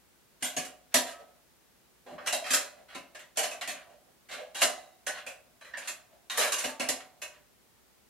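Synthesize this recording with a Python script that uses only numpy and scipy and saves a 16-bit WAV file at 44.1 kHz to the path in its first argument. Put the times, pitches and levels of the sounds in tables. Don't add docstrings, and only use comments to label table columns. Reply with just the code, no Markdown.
import sys
import numpy as np
from scipy import signal
from scipy.fft import rfft, irfft, next_fast_len
from scipy.io import wavfile
from scipy.ndimage import uniform_filter1d, map_coordinates

SR = 44100
rng = np.random.default_rng(int(sys.argv[2]) if len(sys.argv) > 2 else 0)


def put_to_file(sound):
    columns = np.atleast_2d(sound).T
    safe = np.clip(columns, -1, 1)
    whole_steps = np.round(safe * 32767)
    wavfile.write(sys.argv[1], SR, whole_steps.astype(np.int16))


N = 356769
TOP_HZ = 15850
SIZE = 32768
T, HZ = np.arange(SIZE) / SR, np.fft.rfftfreq(2 * SIZE, 1 / SR)

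# pitch_hz [Hz], side_re_mid_db [dB]
STEREO_WIDTH = [(60, -9), (200, -4.5), (1000, -6), (2400, -7.5), (4400, -4), (8000, 2.5), (15000, -3.5)]


def knocks(mount, frame, wires, hook, jaws):
    # start_s [s], level_db [dB], brightness_db (share of the jaws) [dB],
    # weight_db (share of the frame) [dB], wire_pitch_hz [Hz], chatter_s (time constant) [s]
    knock_list = [(0.4241, -33, 0.5, -10, 1986, 0.034), (0.5651, -34, 0.5, -5.5, 2210, 0.023),
                  (0.6484, -48.5, 5, -3, 1860, 0.0069), (0.9413, -23, 3.0, -5.0, 1840, 0.016),
                  (2.1804, -43.5, -43, -8, 1360, 0.02), (2.2717, -32, 0.5, -11.5, 2840.0, 0.013),
                  (2.3246, -32.5, 3, -1, 3840, 0.018), (2.4392, -37, -11.5, -16, 2660, 0.054),
                  (2.505, -29, 1.5, -24.5, 2640, 0.037), (2.5338, -30.5, 8.5, -4, 1500, 0.011),
                  (2.9472, -40, -7.5, -10, 2120, 0.022), (3.1472, -47, -5.5, -5, 1730, 0.018),
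                  (3.1914, -50, -4.5, -16, 1830.0, 0.02), (3.3718, -34.5, 7, 1.5, 3140.0, 0.019),
                  (3.4308, -34.5, 1.5, -4, 2910, 0.015), (3.5092, -42.5, -1.5, -6.5, 2680, 0.021),
                  (3.6106, -34.5, -8, -11.5, 1890, 0.015), (3.675, -36, -1.5, -7, 2640, 0.023),
                  (4.3116, -40.5, -13.5, -8, 2090, 0.055), (4.5458, -39.0, -1.5, -9.5, 3820.0, 0.095),
                  (4.617, -24, -5.5, -5, 2940, 0.0037), (5.065, -35, 0.5, -5, 1690, 0.021),
                  (5.2638, -40.5, -4.5, -7, 2750, 0.022), (5.6102, -52, -9.5, -5, 1610, 0.014),
                  (5.6462, -52, -10, -8.5, 1640, 0.049), (5.7358, -35.5, -56, -26, 1730, 0.017),
                  (5.7711, -44, 0.5, -3, 1630, 0.018), (5.8179, -45, -18, -16, 2320.0, 0.0049),
                  (5.8739, -37.5, 2, -14.5, 2760, 0.016), (6.2977, -34.5, -5.5, -22, 3710.0, 0.018),
                  (6.374, -27, 0.5, -4.5, 2440, 0.054), (6.4112, -27.5, -7, -22, 2300.0, 0.024),
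                  (6.5194, -31.5, 3.5, -14, 2830, 0.015), (6.5836, -38.5, 6.5, -13, 2070, 0.017),
                  (6.64, -34.5, -1, -2, 2730, 0.0064), (6.7962, -33, -3, -3.0, 2865, 0.028),
                  (6.8872, -32.5, 7, -4, 1840, 0.0051), (7.002, -44.5, -13, -22, 2470, 0.0045),
                  (7.217, -40.5, -0.5, -11.5, 2860, 0.019)]
    # pitch_hz [Hz], level_db [dB], t60_s [s]
    rack_modes = [(528, -9, .5), (594, -4, .5), (622, -7, .5), (684, -6, .75), (726, -7, .75),
                  (750, -6, .75), (977, -9, .5), (1017, -11, .6), (1157, -8, .45), (1285, -15, .7),
                  (2019, -11, .5), (2314, -11, .35), (2676, -14, .4), (2807, -10, .3), (2937, -10, .3),
                  (4075, -11, .45)]
    # pitch_hz [Hz], level_db [dB], t60_s [s]
    jaw_modes = [(4936, -3, .2), (5663, -4, .18), (6440, -2, .16), (6627, -1, .16), (7171, 1, .22),
                 (7540, -2, .2), (8553, -4, .2), (9430, -1, .2), (10100, -4, .16), (11825, -4, .16)]
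    wires_db, note_db, rack_ring_db, jaw_ring_db = -6, -7, -11.5, -15
    note_width_hz = 310
    track = np.zeros((2, N))
    for start_s, level_db, bright_db, weight_db, wire_hz, chatter_s in knock_list:
        rebounds = 0.38 * taps(rate=2500) * np.exp(-T / max(chatter_s, .001))
        blow = kitchen(signal.unit_impulse(SIZE)) + kitchen(rebounds)
        blow_spectrum = rfft(blow, 2 * SIZE) * touch(depth_db=2.5, step_hz=168.9)

        def shaken(part):
            return crest(irfft(blow_spectrum * part)[:, :SIZE])

        sound = amp(wires_db) * shaken(wires)
        sound += amp(note_db) * shaken(resonance(wire_hz, note_width_hz) ** 2)
        sound += amp(-24 + 0.21 * weight_db) * shaken(mount)
        rack_ring = ring(rack_modes, scatter_db=5.5, swell_s=0.037, line_width_hz=2.9)
        sound += amp(weight_db) * (shaken(frame) + amp(rack_ring_db) * rack_ring)
        sound += amp(-2.5 + 0.28 * bright_db) * shaken(hook)
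        jaw_ring = ring(jaw_modes, scatter_db=2.5, swell_s=.012, line_width_hz=22)
        sound += amp(bright_db) * (amp(-1.1) * shaken(jaws) + amp(jaw_ring_db) * jaw_ring)
        add(track, start_s, amp(level_db) * sound)
    return track


def slides(mount, frame, wires, hook, jaws):
    # start_s [s], length_s [s], level_db [dB], brightness_db [dB]
    slide_list = [(0.401, 0.034, -56.5, -2), (0.912, .022, -58, -8), (1.055, 0.065, -46.5, -1),
                  (2.259, 0.013, -38.5, -1), (2.453, 0.14, -39, -4), (2.88, 0.073, -51, -14.5),
                  (3.357, 0.046, -43, -1), (3.712, .11, -50.5, -20), (4.285, 0.067, -43, -6),
                  (4.579, 0.08, -39, 2), (4.61, 0.021, -30, 7.5), (5.13, 0.073, -43, -12.5),
                  (5.825, 0.06, -51, -2), (6.324, 0.082, -40.5, -3.5), (6.548, 0.16, -41.5, 0.5),
                  (7.319, .06, -61.5, -14)]
    frame_db, mount_db = -9.5, -22.5
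    track = np.zeros((2, N))
    for start_s, length_s, level_db, bright_db in slide_list:
        rub = rubbing(length_s)
        sound = scraped(rub, wires, hook)
        for part, part_db in (mount, mount_db), (frame, frame_db), (jaws, bright_db):
            sound += amp(part_db) * crest(filtered(rub, part))
        add(track, start_s, amp(level_db) * sound)
    return track


def pings():
    # start_s [s], pitch_hz [Hz],
    # level_db [dB], t60_s [s]
    ping_list = [(.425, 9330, -26, 0.15), (.566, 6600, -20, 0.069), (2.507, 7170, -43, .15),
                 (5.066, 9500, -34, .17), (6.643, 2930, -24, 0.079), (.945, 952, -38, 0.41),
                 (.945, 4360, -44, 0.18), (.945, 2918, -36, 0.19), (.567, 732, -34, 0.34),
                 (.77, 735, -63, 0.73), (4.619, 2020, -41, 0.54), (4.547, 3260, -40, 0.27),
                 (5.612, 4020, -54.5, 0.35), (7.219, 595, -47.5, 0.49), (1.125, 1290, -50, 0.54),
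                 (2.538, 1274, -30, 0.26), (2.536, 4130, -36.5, 0.39), (2.536, 2667, -29.5, .2),
                 (2.536, 7170, -33, .16), (2.536, 8552, -38.5, 0.22), (2.951, 1015, -43, 0.27),
                 (4.412, 507, -38, 0.24), (4.612, 2790, -22, 0.12), (4.619, 1015, -36, 0.39),
                 (4.619, 4900, -33.5, 0.3), (5.066, 1488, -36.5, 0.47), (6.68, 894, -48, 1)]
    track = np.zeros((2, N))
    for start_s, pitch_hz, level_db, t60_s in ping_list:
        phase = rng.normal(0, 0.51, (2, 1)) * amp(along(STEREO_WIDTH, pitch_hz))
        note = np.sin(2 * np.pi * pitch_hz * T + phase)
        envelope = fade(T, t60_s) * (1 - fade(T, 0.043))
        add(track, start_s, amp(level_db) * note * envelope)
    return track


def shifts(mount, frame, wires, hook, jaws):
    # start_s [s], length_s [s], frame_db [dB], mounting_db [dB]
    shift_list = [(1.181, 0.04, -51, -71), (1.271, 0.015, -63.5, -82), (2.055, 0.059, -46, -59.5),
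                  (2.109, 0.038, -48.5, -50), (2.19, 0.091, -49, -60), (2.754, 0.063, -55.5, -71),
                  (3.864, 0.075, -56.5, -90), (4.048, .04, -65, -83), (4.37, 0.053, -43.5, -86),
                  (6.087, 0.077, -60, -74)]
    wires_db, jaws_db = -10, -19
    track = np.zeros((2, N))
    for start_s, length_s, frame_db, mount_db in shift_list:
        rub = rubbing(length_s)
        creak = crest(filtered(rub, frame))
        creak += amp(wires_db) * scraped(rub, wires, hook)
        creak += amp(jaws_db) * crest(filtered(rub, jaws))
        add(track, start_s, amp(frame_db) * creak + amp(mount_db) * thud(rub, mount))
    return track


def jolts(mount, sway_hz=105, t60_s=0.17):
    # start_s [s], thud_db (mounting) [dB], sway_db (low push) [dB]
    jolt_list = [(0.421, -47, -82), (.566, -39, -77.5), (0.944, -35.5, -49.5), (2.506, -45, -93),
                 (2.951, -47, -78), (3.676, -50, -69), (4.619, -49, -65), (6.641, -45, -59),
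                 (6.797, -39, -64), (6.887, -46, -53.5)]
    track = np.zeros((2, N))
    for start_s, thud_db, sway_db in jolt_list:
        blow = kitchen(signal.unit_impulse(SIZE))
        push = filtered(blow, resonance(sway_hz, 64) ** 2) * fade(T, t60_s)
        add(track, start_s, amp(thud_db) * thud(blow, mount) + amp(sway_db) * crest(push))
    return track


def thud(force, mount):
    # pitch_hz [Hz], level_db [dB], t60_s [s]
    mount_modes = [(258, 0, .32), (286, -6, .25)]
    knock = crest(filtered(force, mount))
    hollow_note = crest(ring(mount_modes, scatter_db=2, swell_s=0.077, line_width_hz=5.6))
    return amp(-2.0) * knock + amp(-5) * hollow_note


def rubbing(length_s):
    stroke = np.abs(np.sin(np.pi * np.minimum(T / length_s, 1))) ** 0.31
    return kitchen(taps(rate=990) * stroke)


def scraped(rub, wires, hook):
    dull_hook = hook / (1 + 1j * HZ / 2600) ** 2
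    return amp(-2.0) * crest(filtered(rub, wires)) + amp(-4.5) * crest(filtered(rub, dull_hook))


def taps(rate):
    return (rng.random(SIZE) < rate / SR) * rng.standard_normal(SIZE)


def touch(depth_db, step_hz):
    knots = rng.standard_normal(512)
    return amp(depth_db * map_coordinates(knots, [HZ / step_hz], mode="mirror"))


def ring(modes, scatter_db, swell_s, line_width_hz):
    hz, level_db, t60_s = np.transpose(modes)[:, :, None]
    steps = rng.standard_normal((len(hz), SIZE))
    drift = np.cumsum(steps, axis=1) * np.sqrt(2 * np.pi * abs(line_width_hz) / SR)
    strength = amp(level_db + scatter_db * rng.standard_normal(hz.shape))
    notes = np.sin(2 * np.pi * (hz * T + rng.random(hz.shape)) + drift)
    notes = strength * fade(T, t60_s) * notes
    side = amp(along(STEREO_WIDTH, hz[:, 0])) * rng.uniform(-1.2, 1, len(hz))
    return spread([np.ones(len(hz)), 1], side) @ notes * (1 - fade(T, swell_s))


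def resonance(hz, width_hz):
    return 1 / (1 + 2j * (HZ - hz) / width_hz)


def body(low_hz, high_hz, order=6):
    # [dB per Hz, relative]
    steel_colour = [(60, -6), (110, -9), (220, -8.5), (420, -11), (540, -6.5), (900, -10.5), (1600, -1.5),
                    (3000, 0), (4600, -4.5), (7000, 2), (10500, -3.5), (12200, -6.5), (13300, -16),
                    (15500, -29)]
    # pitch_hz [Hz], width_hz [Hz], lift_db [dB]
    steel_peaks = [(258, 18, 16), (286, 14, 10), (360, 26, 5), (405, 30, 3), (605, 50, 10), (690, 40, 7),
                   (750, 45, 8), (980, 28, 6), (1160, 32, 5), (1650, 120, 2), (1840, 150, 2), (2560, 60, 3),
                   (2815, 55, 5), (2937, 36, 5), (3280, 110, 3), (4050, 120, 4), (4310, 200, 3),
                   (7180, 70, 3), (7550, 120, 3), (9480, 250, 3), (10100, 200, 2), (11820, 120, 4)]
    lift = sum((amp(db) ** 2 - 1) / (1 + (2 * (HZ - hz) / width) ** 2) for hz, width, db in steel_peaks)
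    power = amp(along(steel_colour, HZ)) ** 2 * np.maximum(1 + lift, .1)
    power = power / (1 + (low_hz / (HZ + 1)) ** (2 * order))
    power = power / (1 + (HZ / high_hz) ** (2 * order))
    cepstrum = irfft(np.log(power + 1e-12) / 2)
    cepstrum[1:SIZE] *= 2
    cepstrum[SIZE + 1:] = 0
    return np.exp(rfft(cepstrum))


def parts():
    mount, frame = body(122, 450, order=4), body(457, 756)
    wires, hook, jaws = body(946, 1944), body(2410, 4800), body(3750, SR / 2)
    return mount, frame, wires, hook, jaws


def kitchen(force, near_t60_s=0.17, tail_db=-5.0, build_s=0.0019):
    # pitch_hz [Hz], t60_s [s]
    room_tail = [(100, 0.17), (260, 0.49), (700, 0.53), (1840, 0.37), (4850, 0.32), (12800, 0.28)]
    hz, t, z = signal.stft(rng.standard_normal((2, SIZE)), SR, nperseg=256)
    tail = amp(tail_db) * fade(t, along(room_tail, hz)[:, None])
    decay = np.hypot(fade(t, near_t60_s), tail)
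    z = spread(z * decay, amp(along(STEREO_WIDTH, hz))[:, None])
    echoes = signal.istft(z, SR, nperseg=256)[1][:, :SIZE] * (1 - fade(T, build_s))
    return filtered(echoes, rfft(force, 2 * SIZE))


def background(hum_hz=61.4, hum_db=-83):
    # [dB per Hz, relative]
    air_colour = [(15, -52), (25, -16.5), (43, -12), (59, -1.5), (86, -8), (260, -5), (289, -11),
                  (340, -5.5), (495, -9.5), (666, -11), (1240, -14), (1950, -15), (2490, -16.5),
                  (4870, -18.5), (15500, -20.5)]
    # pitch_hz [Hz], side_re_mid_db [dB]
    air_width = [(50, 1.5), (200, -1), (1000, -2.5), (5000, -0.5), (15000, 0)]
    size = next_fast_len(N, True)
    hz = np.fft.rfftfreq(size, 1 / SR)
    noise = rfft(rng.standard_normal((2, size))) * amp(along(air_colour, hz)) * (hz < TOP_HZ)
    air = irfft(spread(noise, amp(along(air_width, hz))))[:, :N]
    hum = np.sin(2 * np.pi * hum_hz * np.arange(N) / SR)
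    return amp(-64.5) * air / air.std() + amp(hum_db) * hum


def amp(db):
    return 10 ** (np.asarray(db) / 20)


def along(points, hz):
    f, v = np.transpose(points)
    return np.interp(np.log(hz + 1), np.log(f), v)


def fade(t, t60_s):
    return np.exp(-np.log(1000) * t / np.maximum(t60_s, 1e-4))


def filtered(x, response):
    return irfft(rfft(x, 2 * SIZE) * response)[..., :SIZE]


def crest(x, size=660):
    return x / np.sqrt(uniform_filter1d(np.mean(x ** 2, axis=0), size).max() + 1e-20)


def spread(pair, side):
    return np.array([pair[0] + side * pair[1], pair[0] - side * pair[1]]) / np.sqrt(1 + side ** 2)


def add(track, start_s, sound):
    part = track[:, round(start_s * SR):][:, :SIZE]
    part += sound[:, :part.shape[1]]


def scene():
    # pitch_hz [Hz], left_re_right_db [dB]
    side_balance = [(100, 1.5), (1000, -1.5), (4000, -0.5), (13000, -2.5)]
    steel = parts()
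    size = next_fast_len(N + SIZE, True)
    lean_db = along(side_balance, np.fft.rfftfreq(size, 1 / SR))
    rattle = knocks(*steel) + slides(*steel) + pings() + shifts(*steel) + jolts(mount=steel[0])
    rattle = rfft(rattle, size) * amp(np.array([lean_db, -lean_db]) / 2)
    return irfft(rattle, size)[:, :N] + background()


def record(dry):
    size = next_fast_len(N + SIZE, True)
    in_band = np.fft.rfftfreq(size, 1 / SR) < TOP_HZ
    return irfft(rfft(dry, size) * in_band, size)[:, :N]


dry = scene()
out = record(dry)
put_to_file(out)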